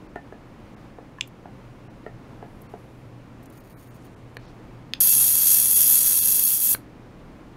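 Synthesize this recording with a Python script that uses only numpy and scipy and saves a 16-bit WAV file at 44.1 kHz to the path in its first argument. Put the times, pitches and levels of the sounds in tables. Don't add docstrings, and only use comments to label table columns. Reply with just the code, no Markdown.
import sys
import numpy as np
from scipy import signal
from scipy.fft import rfft, irfft, dct, next_fast_len
from scipy.io import wavfile
from scipy.ndimage import uniform_filter1d

SR = 44100
rng = np.random.default_rng(int(sys.argv[2]) if len(sys.argv) > 2 else 0)


def ratio(d):
    e = np.asarray(d, float) / 20
    return 10 ** e


def digitize_waveform(pressure):
    field = np.atleast_2d(pressure).T
    bounded = np.clip(field, -1, 1)
    quanta = np.round(bounded * 32767).astype(np.int16)
    wavfile.write(sys.argv[1], SR, quanta)


N = 333396
T = np.arange(N) / SR


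def unit(x):
    return x / np.sqrt(np.mean(x ** 2))


def curve(rows, order=1):
    rows = np.array(rows)
    return np.interp(T, rows[:, 0], rows[:, order], left=-150, right=-150)


def band(x, hz, width_hz):
    return signal.lfilter(*signal.iirpeak(min(hz, .45 * SR), hz / width_hz, fs=SR), x)


def coloured(shape):
    hz, db = np.transpose(shape)
    f = np.maximum(np.arange(N // 2 + 1) * SR / N, 1)
    gain = ratio(np.interp(np.log(f), np.log(hz), db))
    return irfft(rfft(rng.standard_normal(N)) * gain, N)


def walk(rate):
    k = max(int(SR / rate), 1)
    held = np.repeat(rng.standard_normal(N // k + 1), k)
    return unit(uniform_filter1d(uniform_filter1d(held, k), k)[:N])


def ring(hz, t60, rise_s=0.00033):
    t = np.arange(SR // 10) / SR
    return (1 - np.exp(-t / rise_s)) * ratio(-60 * t / t60) * np.sin(2 * np.pi * hz * t)


def burst(t60):
    return rng.standard_normal(SR // 10) * ratio(-60 * np.arange(SR // 10) / SR / t60)


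def add(out, s, hit, db):
    i = int(s * SR)
    out[i:i + len(hit)] += ratio(db) * hit / np.abs(hit).max()


# frequency in Hz, density in dB per Hz.
AIR = [(12, -51), (20, -0.5), (41, -6), (81, -6.5), (123, -3.5), (276, -4.5), (317, -5), (355, -9.5),
       (469, -12), (554, -11.5), (603, -14.5), (1080, -18), (1510, -23), (2450, -27), (3300, -33),
       (15800, -52)]
# time in seconds, level in dB.
HUM = [(0.0, -61), (1.2, -54), (1.47, -62), (1.68, -51.5), (3.05, -49), (4.2, -49), (5.6, -52), (5.9, -54),
       (7.56, -57.5)]


def lab():
    air = coloured(AIR)
    mids = signal.butter(4, [150, 900], "band", fs=SR, output="sos")
    air /= np.std(signal.sosfilt(mids, air))
    bass = band(band(rng.standard_normal(N), 30, 30), 30, 30)
    rumble = ratio(-63.5 + 5.1 * walk(3.9)) * unit(bass)
    hum = np.sqrt(2) * np.sin(2 * np.pi * 120.5 * T + .8 * walk(12))
    hum = ratio(curve(HUM) - 1.5 + 2.6 * walk(14)) * hum
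    return ratio(-47.5 + 0.72 * walk(10)) * air + rumble + hum


ECHO_S, ECHO_DB = .0105, -12

# start in seconds, peak in dB, low mode in Hz, relative level of the upper modes in dB.
KNOCKS = [
    (0.159, -21, 700, -18),
    (0.324, -28.5, 444, -20),
    (0.985, -30, 490, -28),
    (1.456, -30, 474, -23.5),
    (1.883, -40, 697, -24),
    (2.064, -23, 409, -21),
    (2.426, -27.5, 405, -23),
    (2.738, -25.5, 415, -26),
]
# frequency in Hz, level in dB, 60 dB decay in seconds.
BENCH = [(436, 10, 0.026), (580, -1, 0.014), (687, 14, 0.013), (940, -18, 0.022), (1260, -17, 0.024),
         (1420, -5, 0.034), (1664, -5, 0.039), (2050, -10, 0.024), (2720, -6, 0.0053)]


def knocks():
    thud_lag_s, tick_lead_s = .0016, .0007
    out = np.zeros(N)
    chance = rng.standard_normal((len(KNOCKS), len(BENCH)))
    for (s, db, hz, upper_db), own in zip(KNOCKS, chance):
        hit = 0.49 * ring(hz, 0.034, 0.0037) + ratio(upper_db - 2.5) * band(burst(0.028), 3000, 5000)
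        for (f, g_db, t60), c in zip(BENCH, own):
            mode = ring(f * (1 + 0.056 * c), t60, 0.62 / f)
            mode = np.roll(mode, int(thud_lag_s * SR) * (f < 1000))
            hit += ratio(g_db + 1.5 * c + (upper_db + 19.5) * (f > 1000)) * mode
        add(out, s - tick_lead_s, hit, db)
        add(out, s + ECHO_S, hit, db + ECHO_DB)
    return out


# start in seconds, peak in dB, crack level relative in dB.
CLICKS = [
    (1.185, -33.5, -30),
    (1.2095, -8.5, -29),
    (4.3687, -20.5, -23),
    (4.9358, -8.5, -22),
    (6.7483, -15.5, -30),
]
# frequency in Hz, level in dB, 60 dB decay in seconds.
SHELL = [
    [(1040, -2, 0.056), (1720, -3, 0.039), (2680, -15, .02), (6300, -20, .012)],
    [(2440, 1.5, 0.009), (2880, 2.5, 0.0076), (3460, 5, 0.007), (3760, -3, 0.0067), (4460, -11.5, 0.0093),
     (5070, -14, 0.013), (6500, 7.5, 0.0023), (7680, -10, 0.0098)],
    [(496, -2, 0.016), (1040, -8, 0.017), (1750, 2, 0.015), (2270, -4, .008), (2950, -4, 0.0091),
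     (3550, -11, 0.0087), (4320, -1, 0.0096), (6000, -16, 0.01), (11400, -30, .012)],
    [(1650, -8.5, 0.0079), (2600, -4.5, 0.0095), (3450, -4, 0.0117), (4250, -6, 0.0064), (4960, -6.5, .012),
     (6400, -12.5, 0.0078)],
    [(406, 2, 0.0097), (1080, -1.5, 0.011), (1620, 0.5, 0.013), (2230, -2, 0.012), (3000, -6, 0.008),
     (4250, 1.5, 0.0091)],
]
# start in seconds, peak in dB, centre in Hz, width in Hz.
TICKS = [
    (1.2745, -43, 11000, 9000),
    (2.618, -42.5, 12400, 4500),
    (3.428, -51, 11000, 12000),
    (3.435, -50, 11000, 6000),
    (3.458, -42.5, 10000, 12000),
    (3.5, -44.5, 11000, 11000),
    (3.575, -49, 7050, 6950),
    (4.3464, -55, 12500, 8000),
    (4.452, -54, 4670, 4000),
]


def clicks():
    out = np.zeros(N)
    for (s, db, crack_db), modes in zip(CLICKS, SHELL):
        hit = 0
        for k, (hz, g_db, t60) in enumerate(modes):
            hit = hit + (-1) ** k * ratio(g_db) * ring(hz, 0.65 * t60, 0.00059)
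        chatter = np.convolve(hit, burst(0.019)[:300])[:len(hit)] / 4
        add(out, s, hit + 0.25 * chatter, db)
        echo = np.convolve(hit, burst(0.15)[:3600])[:SR // 10]
        add(out, s + ECHO_S, echo, db - 28.5)
        crack = burst(0.013) + .12 * burst(.07)
        add(out, s, band(band(crack, 9300, 10000), 9500, 9000), db + crack_db)
    for s, db, hz, width_hz in TICKS:
        add(out, s, band(band(burst(0.028), hz, width_hz), hz, width_hz), db)
    add(out, TICKS[0][0], ring(14100, .035), -51)
    return out


def stroke(s, length_s, edge_s):
    return np.clip(np.minimum(T - s, s + length_s - T) / edge_s + .5, 0, 1)


# start in seconds, length in seconds, peak in dB, centre in Hz, width in Hz.
SLIDES = [
    (2.1, 1.33, -74, 10400, 9000),
    (2.6, 0.36, -82, 9900, 400),
    (3.3, 1.28, -73, 7600, 6000),
    (4.38, 0.17, -61.5, 4400, 2800),
]
# start in seconds, length in seconds, level in dB.
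CREAKS = [
    (3.523, 0.049, -65),
    (3.572, .04, -59),
    (3.635, 0.083, -62.5),
    (3.72, .19, -61.5),
    (3.94, .033, -63),
    (4.044, 0.032, -63),
]
# frequency in Hz, width in Hz, level in dB.
GRIP = [(4600, 300, -9), (6710, 150, -5), (9570, 170, -1), (11600, 200, -8), (12300, 200, -3),
        (14300, 280, 1)]


def hand():
    chance = 300 / SR * ratio(5 * walk(40))
    slips = (rng.random(N) < chance) * ratio(1.5 * rng.standard_normal(N))
    slips = slips + .05 * rng.standard_normal(N)
    creak = sum(ratio(db) * band(slips, hz, w) for hz, w, db in GRIP)
    creak = creak + ratio(-12) * band(slips, 10000, 11000)
    out = sum(ratio(db) * stroke(s, length_s, .008) for s, length_s, db in CREAKS) * unit(creak)
    for s, length_s, db, hz, width_hz in SLIDES:
        swell = np.sin(np.pi * np.clip((T - s) / length_s, 0, 1)) ** 2
        rustle = band(band(rng.standard_normal(N), hz, width_hz), hz, width_hz)
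        out += swell * ratio(db + 2.4 * walk(50)) * unit(rustle)
    return out


# centre in seconds, half length in seconds, depth in dB.
LULLS = [
    (5.37, 0.13, 2.5),
    (5.655, 0.1, 2),
    (5.875, 0.025, 0),
    (6.17, 0.28, 3),
    (6.585, 0.029, 6),
]


def lulls_db():
    return sum(db * np.exp(-((T - s) / half_s) ** 2) for s, half_s, db in LULLS)


SAG_FROM_S = 6.08


def flow():
    on_s, off_s, bite_s = 5.004, 6.7402, 0.0042
    since = np.maximum(T - on_s, 0)
    db = -15.5 - 7 * np.maximum(T - SAG_FROM_S, 0) - lulls_db()
    db -= 2500 * np.maximum(T - off_s, 0)
    return ratio(db + .8) * (T > on_s) * (1 + .3 * np.exp(-since / bite_s))


# frequency in Hz, density in dB per Hz.
SPLASH = [(500, -23), (1800.0, -21.5), (2770.0, -26.5), (4270.0, -16), (6580.0, -4), (10130.0, -0.5),
          (15600.0, -4)]
# frequency in Hz, width in Hz, gain in dB.
HORN = [(2670.0, 180.0, 11.8), (3010.0, 230.0, -5.6), (3300.0, 890.0, 12.7), (3720.0, 130.0, -9.9),
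        (4720.0, 760.0, 3.7), (5170.0, 260.0, -10.0), (5700.0, 160.0, 6.6), (6190.0, 380.0, -11.1),
        (6430.0, 330.0, 8.0), (7050.0, 250.0, -5.0), (7720.0, 480.0, -6.2), (8200.0, 100.0, 3.7),
        (9020.0, 470.0, -14.0), (9390.0, 300.0, 6.5), (10700.0, 900.0, 7.7), (11110.0, 290.0, -3.3),
        (11590.0, 720.0, 5.8), (12020.0, 220.0, -6.8), (12230.0, 900.0, 10.0), (12810.0, 250.0, -10.1),
        (13380.0, 250.0, 5.2), (13680.0, 160.0, -11.7), (13900.0, 560.0, 10.3), (14410.0, 80.0, -5.5),
        (14560.0, 140.0, 2.2), (14930.0, 160.0, -7.7), (15320.0, 450.0, -6.9)]


def jet():
    bubbles = rng.standard_normal(N) * ratio(2.0 * walk(700) + .25 * walk(40))
    size = next_fast_len(N)
    f = np.maximum(np.arange(size // 2 + 1) * SR / size, 1)
    splash_hz, splash_db = np.transpose(SPLASH)
    db = np.interp(np.log(f), np.log(splash_hz), splash_db, left=-60)
    db += sum(g_db / (1 + (2 * (f - hz) / w) ** 2) for hz, w, g_db in HORN)
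    rung = rfft(bubbles, size) * ratio(db)
    out, scale, lulls = 0, np.std(irfft(rung)), lulls_db()
    for hz in np.arange(0, 17000, 1500):
        share = np.cos(np.pi / 2 * np.clip((f - hz) / 1500, -1, 1)) ** 2
        level_db = (0.18 + 0.18 * lulls) * np.clip((10500 - hz) / 3000, 0, 1)
        level_db += 10 * np.maximum(T - SAG_FROM_S, 0) * (hz > 14000)
        flicker_db = 0.44 * walk(9) + .7 * walk(35)
        out = out + ratio(level_db + flicker_db) * irfft(rung * share, size)[:N]
    return flow() * out / scale


def room(x, wet_db):
    t = np.arange(SR // 2) / SR
    dull, bright = rng.standard_normal((2, len(t)))
    tail = band(dull, 1400, 2700) * ratio(-60 * t / 0.17) + 0.91 * bright * ratio(-60 * t / .09)
    tail *= t > .006
    return x + ratio(wet_db) * signal.fftconvolve(x, tail / np.linalg.norm(tail))[:N]


def scene():
    near = room(jet() + hand(), -15) + room(clicks(), -23)
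    return (near + room(knocks(), -9.5) + lab())[None]


# centre in seconds, length in seconds, level in dB below which
# spectral lines get sparse, frequency in Hz below which they are spared.
THINNED = [(0.08, 0.025, -63, 3000), (0.757, 0.025, -55, 3000), (1.889, .036, -60, 3000),
           (2.682, 0.033, -62.5, 3000), (3.4873, 0.045, -66, 3000), (3.594, 0.028, -55, 3000),
           (3.7558, 0.075, -46, 3000), (3.8951, .036, -58, 2500), (4.155, 0.022, -53, 3000),
           (4.383, 0.026, -25, 6500), (4.4713, .032, -70, 6000), (5.1113, .036, -36, 600),
           (5.7513, 0.036, -33, 300), (6.207, 0.042, -35, 300), (6.4551, 0.034, -36, 300)]


def thin_out(x):
    out = x.copy()
    for s, length_s, db, spared_hz in THINNED:
        count = int(length_s * SR)
        window = np.sin(np.pi * np.arange(count) / count)
        i = int(s * SR) - count // 2
        lines = dct(x[i:i + count] * window, norm="ortho")
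        local = np.sqrt(uniform_filter1d(lines ** 2, size=120) + 1e-18)
        hz = np.arange(count) / (2 * length_s)
        spare = np.clip(hz / spared_hz, .05, 1) ** 2
        step = 4.5 * ratio(db) * (local / ratio(db)) ** .8 * spare
        change = np.round(lines / step) * step - lines
        out[i:i + count] += window * dct(change, type=3, norm="ortho")
    return out


def band_limit(x):
    return signal.sosfilt(signal.butter(12, 16360, fs=SR, output="sos"), x)


def record(dry):
    lines = rfft(dry[0] - .9 * band(dry[0], 7850, 110))
    edge = np.clip((np.arange(len(lines)) * SR / N - 15700) / 110, 0, 1)
    x = irfft(lines * np.cos(np.pi / 2 * edge) ** 2, N)
    return band_limit(thin_out(x)[None])


dry = scene()
out = record(dry)
digitize_waveform(out)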